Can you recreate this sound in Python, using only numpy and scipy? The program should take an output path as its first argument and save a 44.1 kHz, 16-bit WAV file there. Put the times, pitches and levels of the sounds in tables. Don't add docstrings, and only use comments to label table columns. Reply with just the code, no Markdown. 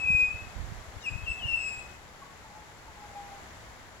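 import sys
import numpy as np
from scipy import signal
from scipy.fft import rfft, irfft
from scipy.io import wavfile
from scipy.ndimage import uniform_filter1d

SR = 44100
rng = np.random.default_rng(int(sys.argv[2]) if len(sys.argv) > 2 else 0)


def pcm_store(signal):
    levels = np.round(np.clip(np.atleast_2d(signal), -1, 1) * 32767)
    wavfile.write(sys.argv[1], SR, levels.astype(np.int16).T)


def volts_from_db(level):
    exponent = np.asarray(level, float) / 20
    return 10 ** exponent


N = 176400
TIME = np.arange(N) / SR
FREQ = np.maximum(np.fft.rfftfreq(N, 1 / SR), 1)


def across(table):
    hz, value = np.array(table, float).T
    return np.interp(np.log(FREQ), np.log(hz), value)


def walk(rate):
    hold = int(SR / rate)
    steps = np.repeat(rng.standard_normal(N // hold + 1), hold)
    smooth = uniform_filter1d(uniform_filter1d(steps, hold), hold)
    return 1.67 * smooth[:N]


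def swell(start, length, attack, release):
    rise = (TIME - start) / attack
    fall = (start + length + release - TIME) / release
    edge = np.clip(np.minimum(rise, fall), 0, 1)
    return np.sin(np.pi / 2 * edge) ** 2


def late(x, lag_s):
    right = irfft(rfft(x) * np.exp(-2j * np.pi * FREQ * lag_s), N)
    return np.array([x, right])


# (time [s], pitch [Hz], fundamental rms level [dB], base level of the overtones [dB])
WHISTLES = [
    [(0, 2613, -31.5, -56), (.065, 2501, -20.5, -56), (.12, 2509, -18.5, -52), (.2, 2504, -18, -49),
     (.238, 2502, -16.5, -50.5), (.255, 2505, -32.5, -50), (.29, 2510, -32, -58), (.34, 2565, -35.5, -68),
     (.39, 2575, -46, -78), (.48, 2562, -58, -99.5)],
    [(1.03, 2830, -54, -62), (1.042, 2854, -42, -49), (1.056, 2720, -36, -50), (1.07, 2506, -27.5, -50.5),
     (1.088, 2507, -23, -53), (1.1, 2510, -41.5, -54), (1.13, 2505, -41, -61), (1.165, 2553, -39.5, -62),
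     (1.21, 2580, -44, -64), (1.235, 2600, -53, -80)],
    [(1.236, 3300, -59, -83), (1.246, 3230, -45, -78), (1.258, 3090, -53, -75), (1.264, 2768, -38.5, -70),
     (1.284, 2675, -24, -52), (1.305, 2612, -33, -46.5), (1.35, 2622, -33.5, -50.5), (1.38, 2620, -39, -66),
     (1.43, 2600, -45, -80)],
    [(1.388, 3420, -54, -78), (1.397, 3260, -42, -78), (1.408, 3070, -45, -76), (1.42, 2967, -39, -74),
     (1.445, 2796, -32.5, -68), (1.49, 2745, -28.5, -45.5), (1.55, 2686, -22.5, -53),
     (1.59, 2604, -33, -48), (1.66, 2561, -30.5, -41), (1.74, 2544, -32.5, -47.5), (1.81, 2554, -42.5, -58),
     (1.822, 2562, -50, -57), (1.88, 2573, -62, -68)],
]
OVERTONES_DB = (-2, 3.5, -12.5)
SECOND_PARTIAL_DB = (3.5, 1.5, -2, -0.5)
WAVER_HZ, WAVER_DB = 4.5, -1


def whistles():
    out = 0
    drift = WAVER_HZ * walk(61.15)
    shake = WAVER_DB * walk(40.7)
    for note, second_db in zip(WHISTLES, SECOND_PARTIAL_DB):
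        s, hz, db, over_db = np.array(note, float).T
        phase = 2 * np.pi * np.cumsum(np.interp(TIME, s, hz) + drift) / SR
        tone = volts_from_db(np.interp(TIME, s, db)) * np.sin(phase)
        overtones = 0
        for partial, partial_db in enumerate(OVERTONES_DB, 2):
            extra_db = second_db if partial == 2 else 0
            overtones = overtones + volts_from_db(partial_db + extra_db) * np.sin(partial * phase)
        overtones = volts_from_db(np.interp(TIME, s, over_db)) * overtones
        gate = swell(s[0] - .004, s[-1] - s[0], .004, .004)
        out = out + gate * volts_from_db(shake) * (tone + overtones)
    return np.sqrt(2) * out


# (start [s], time to the release [s], starting pitch [Hz], starting rms level [dB])
HOOTS = [(2.21, 0.012, 1110, -39.5), (2.275, 0.044, 1112, -51.5), (2.435, 0.023, 888, -48.5),
         (2.48, 0.052, 820, -52.5), (2.54, 0.072, 855, -45.5), (2.87, 0.012, 898, -44.5),
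         (2.96, 0.05, 832, -47.5), (3.01, 0.046, 832, -42), (3.08, 0.34, 797, -51.5),
         (3.144, 0.16, 814, -35.5), (3.3, 0.072, 804, -43)]
HOOT_ATTACK_S, HOOT_RELEASE_S = .025, .025
HOOT_SAG_HZ_PER_S, HOOT_FADE_DB_PER_S = 40, 85
HOOT_THIRD_DB = -22


def hoots():
    out = 0
    for start, length, hz, db in HOOTS:
        since = TIME - start
        phase = 2 * np.pi * (hz - HOOT_SAG_HZ_PER_S * since / 2) * since
        level = volts_from_db(db - HOOT_FADE_DB_PER_S * np.clip(since, 0, 1))
        tone = np.sin(phase) + volts_from_db(HOOT_THIRD_DB) * np.sin(3 * phase)
        out = out + level * swell(start, length, HOOT_ATTACK_S, HOOT_RELEASE_S) * tone
    return np.sqrt(2) * out


CATCH_S, CATCH_LENGTH_S, CATCH_HZ = 1.007, .022, 1260
CATCH_DB = (-51, -55, -55)


def throat_catch():
    tone = 0
    for partial, db in enumerate(CATCH_DB, 3):
        tone = tone + volts_from_db(db) * np.sin(2 * np.pi * partial * CATCH_HZ * TIME)
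    rough = volts_from_db(5 * walk(400))
    return np.sqrt(2) * tone * rough * swell(CATCH_S, CATCH_LENGTH_S, .008, .006)


# (frequency [Hz], level [dB])
REFLECTION_COLOUR = [(1500, 0), (2500, -4.5), (2660, 2), (2950, 5), (3250, -3), (8000, -4)]
ECHO_T60_S, ECHO_BUILD_S = .42, .03
ECHO_DB, ECHO_ALIKE = -7, .5
LEAF_FLUTTER_DB, LEAF_FLUTTER_PER_S = 2.5, 90


def echoes(song):
    t = TIME[:SR]
    coloured = irfft(rfft(song) * volts_from_db(across(REFLECTION_COLOUR)), N)
    raw = rng.standard_normal((3, SR))
    tail = np.sqrt(ECHO_ALIKE) * raw[0] + np.sqrt(1 - ECHO_ALIKE) * raw[1:]
    decay = np.exp(-np.log(1000) * t / ECHO_T60_S)
    build = 1 - np.exp(-t / ECHO_BUILD_S)
    tail = tail * decay * build
    tail = tail / np.sqrt((tail ** 2).sum(axis=1, keepdims=True))
    flutter_db = LEAF_FLUTTER_DB * walk(LEAF_FLUTTER_PER_S)
    reflected = signal.fftconvolve(coloured[None], tail, axes=1)[:, :N]
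    return volts_from_db(ECHO_DB + flutter_db) * reflected


# (time [s], level of the thump's envelope [dB], pitch [Hz], port [0 left, 1 right])
WIND_EDDIES = [(0.15, -22.5, 92, 0), (0.229, -28, 67.6, 0), (0.319, -40.5, 74.6, 0), (0.721, -39, 174, 0),
               (0.888, -35.5, 59, 0), (0.969, -31, 72, 0), (1.116, -28.5, 79.5, 0), (1.157, -23.5, 73, 0),
               (1.196, -33.5, 81, 0), (1.236, -30, 63, 0), (1.304, -28, 67, 0), (1.778, -39, 83, 0),
               (0.001, -34.5, 99, 1), (0.056, -31, 67, 1), (0.105, -20, 125, 1), (0.129, -31, 69, 1),
               (0.287, -34, 64, 1), (0.351, -28.5, 75, 1), (0.427, -31.5, 66, 1), (0.474, -33.5, 116.3, 1),
               (0.566, -26.5, 61, 1), (0.609, -21.5, 60.7, 1), (0.645, -30, 70, 1), (0.692, -27, 67, 1),
               (0.723, -27, 118, 1), (0.759, -33, 79, 1), (0.786, -35.5, 70, 1), (0.812, -37.5, 78, 1),
               (1.248, -31, 64, 1), (1.322, -32, 72, 1), (1.408, -34, 73, 1), (1.433, -28.5, 81, 1),
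               (1.46, -25.5, 84, 1), (1.529, -33.5, 52.6, 1), (1.579, -36.5, 69.6, 1)]
EDDY_TURNS, RUMBLE_S = 0.44, 0.032
EDDY_EDGE_DB, RUMBLE_DB = -37, -16


def noise_band(corner_hz, kind, db):
    sos = signal.butter(2, corner_hz, kind, fs=SR, output="sos")
    noise = signal.sosfilt(sos, rng.standard_normal((2, N)))
    return volts_from_db(db) * noise / noise.std()


def wind():
    out = np.zeros((2, N))
    turns = rng.random(len(WIND_EDDIES))
    edge = noise_band(350, "low", EDDY_EDGE_DB)
    rumble = noise_band((30, 110), "band", RUMBLE_DB)
    for (start, db, hz, port), turn in zip(WIND_EDDIES, turns):
        since = TIME - start
        cycles = since * hz
        thump = np.cos(2 * np.pi * (cycles + turn)) + edge[port]
        out[port] += volts_from_db(db) * np.exp(-(cycles / EDDY_TURNS) ** 2) * thump
        out[port] += volts_from_db(db) * np.exp(-(since / RUMBLE_S) ** 2) * rumble[port]
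    return out


# (frequency [Hz], density [dB per Hz])
RAIN_SPECTRUM = [(20, -79.5), (60, -73.5), (130, -79.5), (260, -85.5), (500, -84.5), (800, -81.5),
                 (2000, -87.5), (16000, -96)]
# (time [s], level [dB])
RAIN_SWELL = [(0, 2.5), (.7, 2.5), (.9, 1.5), (1.7, 2), (1.9, 2), (2, -0.5), (2.9, -0.5), (3.1, 1),
              (3.4, 2), (4, -1)]
# (frequency [Hz], share [0-1])
RAIN_ALIKE = [(40, 0.62), (400, 0.66), (900, 0.55), (2000, 0.02), (5000, 0)]
RAIN_LATE_S = .00014


def rain():
    raw = rng.standard_normal((3, N))
    share = np.clip(across(RAIN_ALIKE), 0, 1)
    common = np.sqrt(share) * rfft(late(raw[0], RAIN_LATE_S))
    apart = np.sqrt(1 - share) * rfft(raw[1:])
    octave = np.log2(FREQ)
    ends = np.clip(np.minimum(octave - 3, 15 - octave), 0, 1)
    hiss = (common + apart) * volts_from_db(across(RAIN_SPECTRUM)) * np.sqrt(SR / 2) * ends
    return irfft(hiss, N) * volts_from_db(np.interp(TIME, *np.array(RAIN_SWELL).T))


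DIRECT_DB, BIRD_LATE_S = -1.5, .00009
LOW_ECHO_SHARE = .7


def scene():
    high = whistles()
    low = hoots() + throat_catch()
    direct = volts_from_db(DIRECT_DB) * late(high + low, BIRD_LATE_S)
    return direct + echoes(high + LOW_ECHO_SHARE * low) + wind() + rain()


# (frequency [Hz], level [dB])
PORT_RESPONSE = [
    [(1200, 0.4), (2100, 1.1), (2450, -1), (2800, -1), (5200, -2.5), (7400, 0.5), (7900, -4), (8400, -17.5),
     (9400, -19), (15400, -15.5)],
    [(300, -1), (600, -1), (1200, -1.5), (2100, 3.5), (2400, -6), (2800, -9.5), (4200, -11), (5200, -19.5),
     (7500, -17.5), (8300, -17), (8800, -18.5), (9400, -9), (10300, -5.5), (11500, -9), (12500, -12.5),
     (14000, -17), (15400, -13)],
]


def microphone_ports(dry):
    response = volts_from_db(np.array([across(port) for port in PORT_RESPONSE]))
    return irfft(rfft(dry) * response, N)


def roll_off(x):
    return signal.sosfilt(signal.butter(12, 15630, fs=SR, output="sos"), x)


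def record(dry):
    mix = microphone_ports(dry)
    return roll_off(mix)


dry = scene()
out = record(dry)
pcm_store(out)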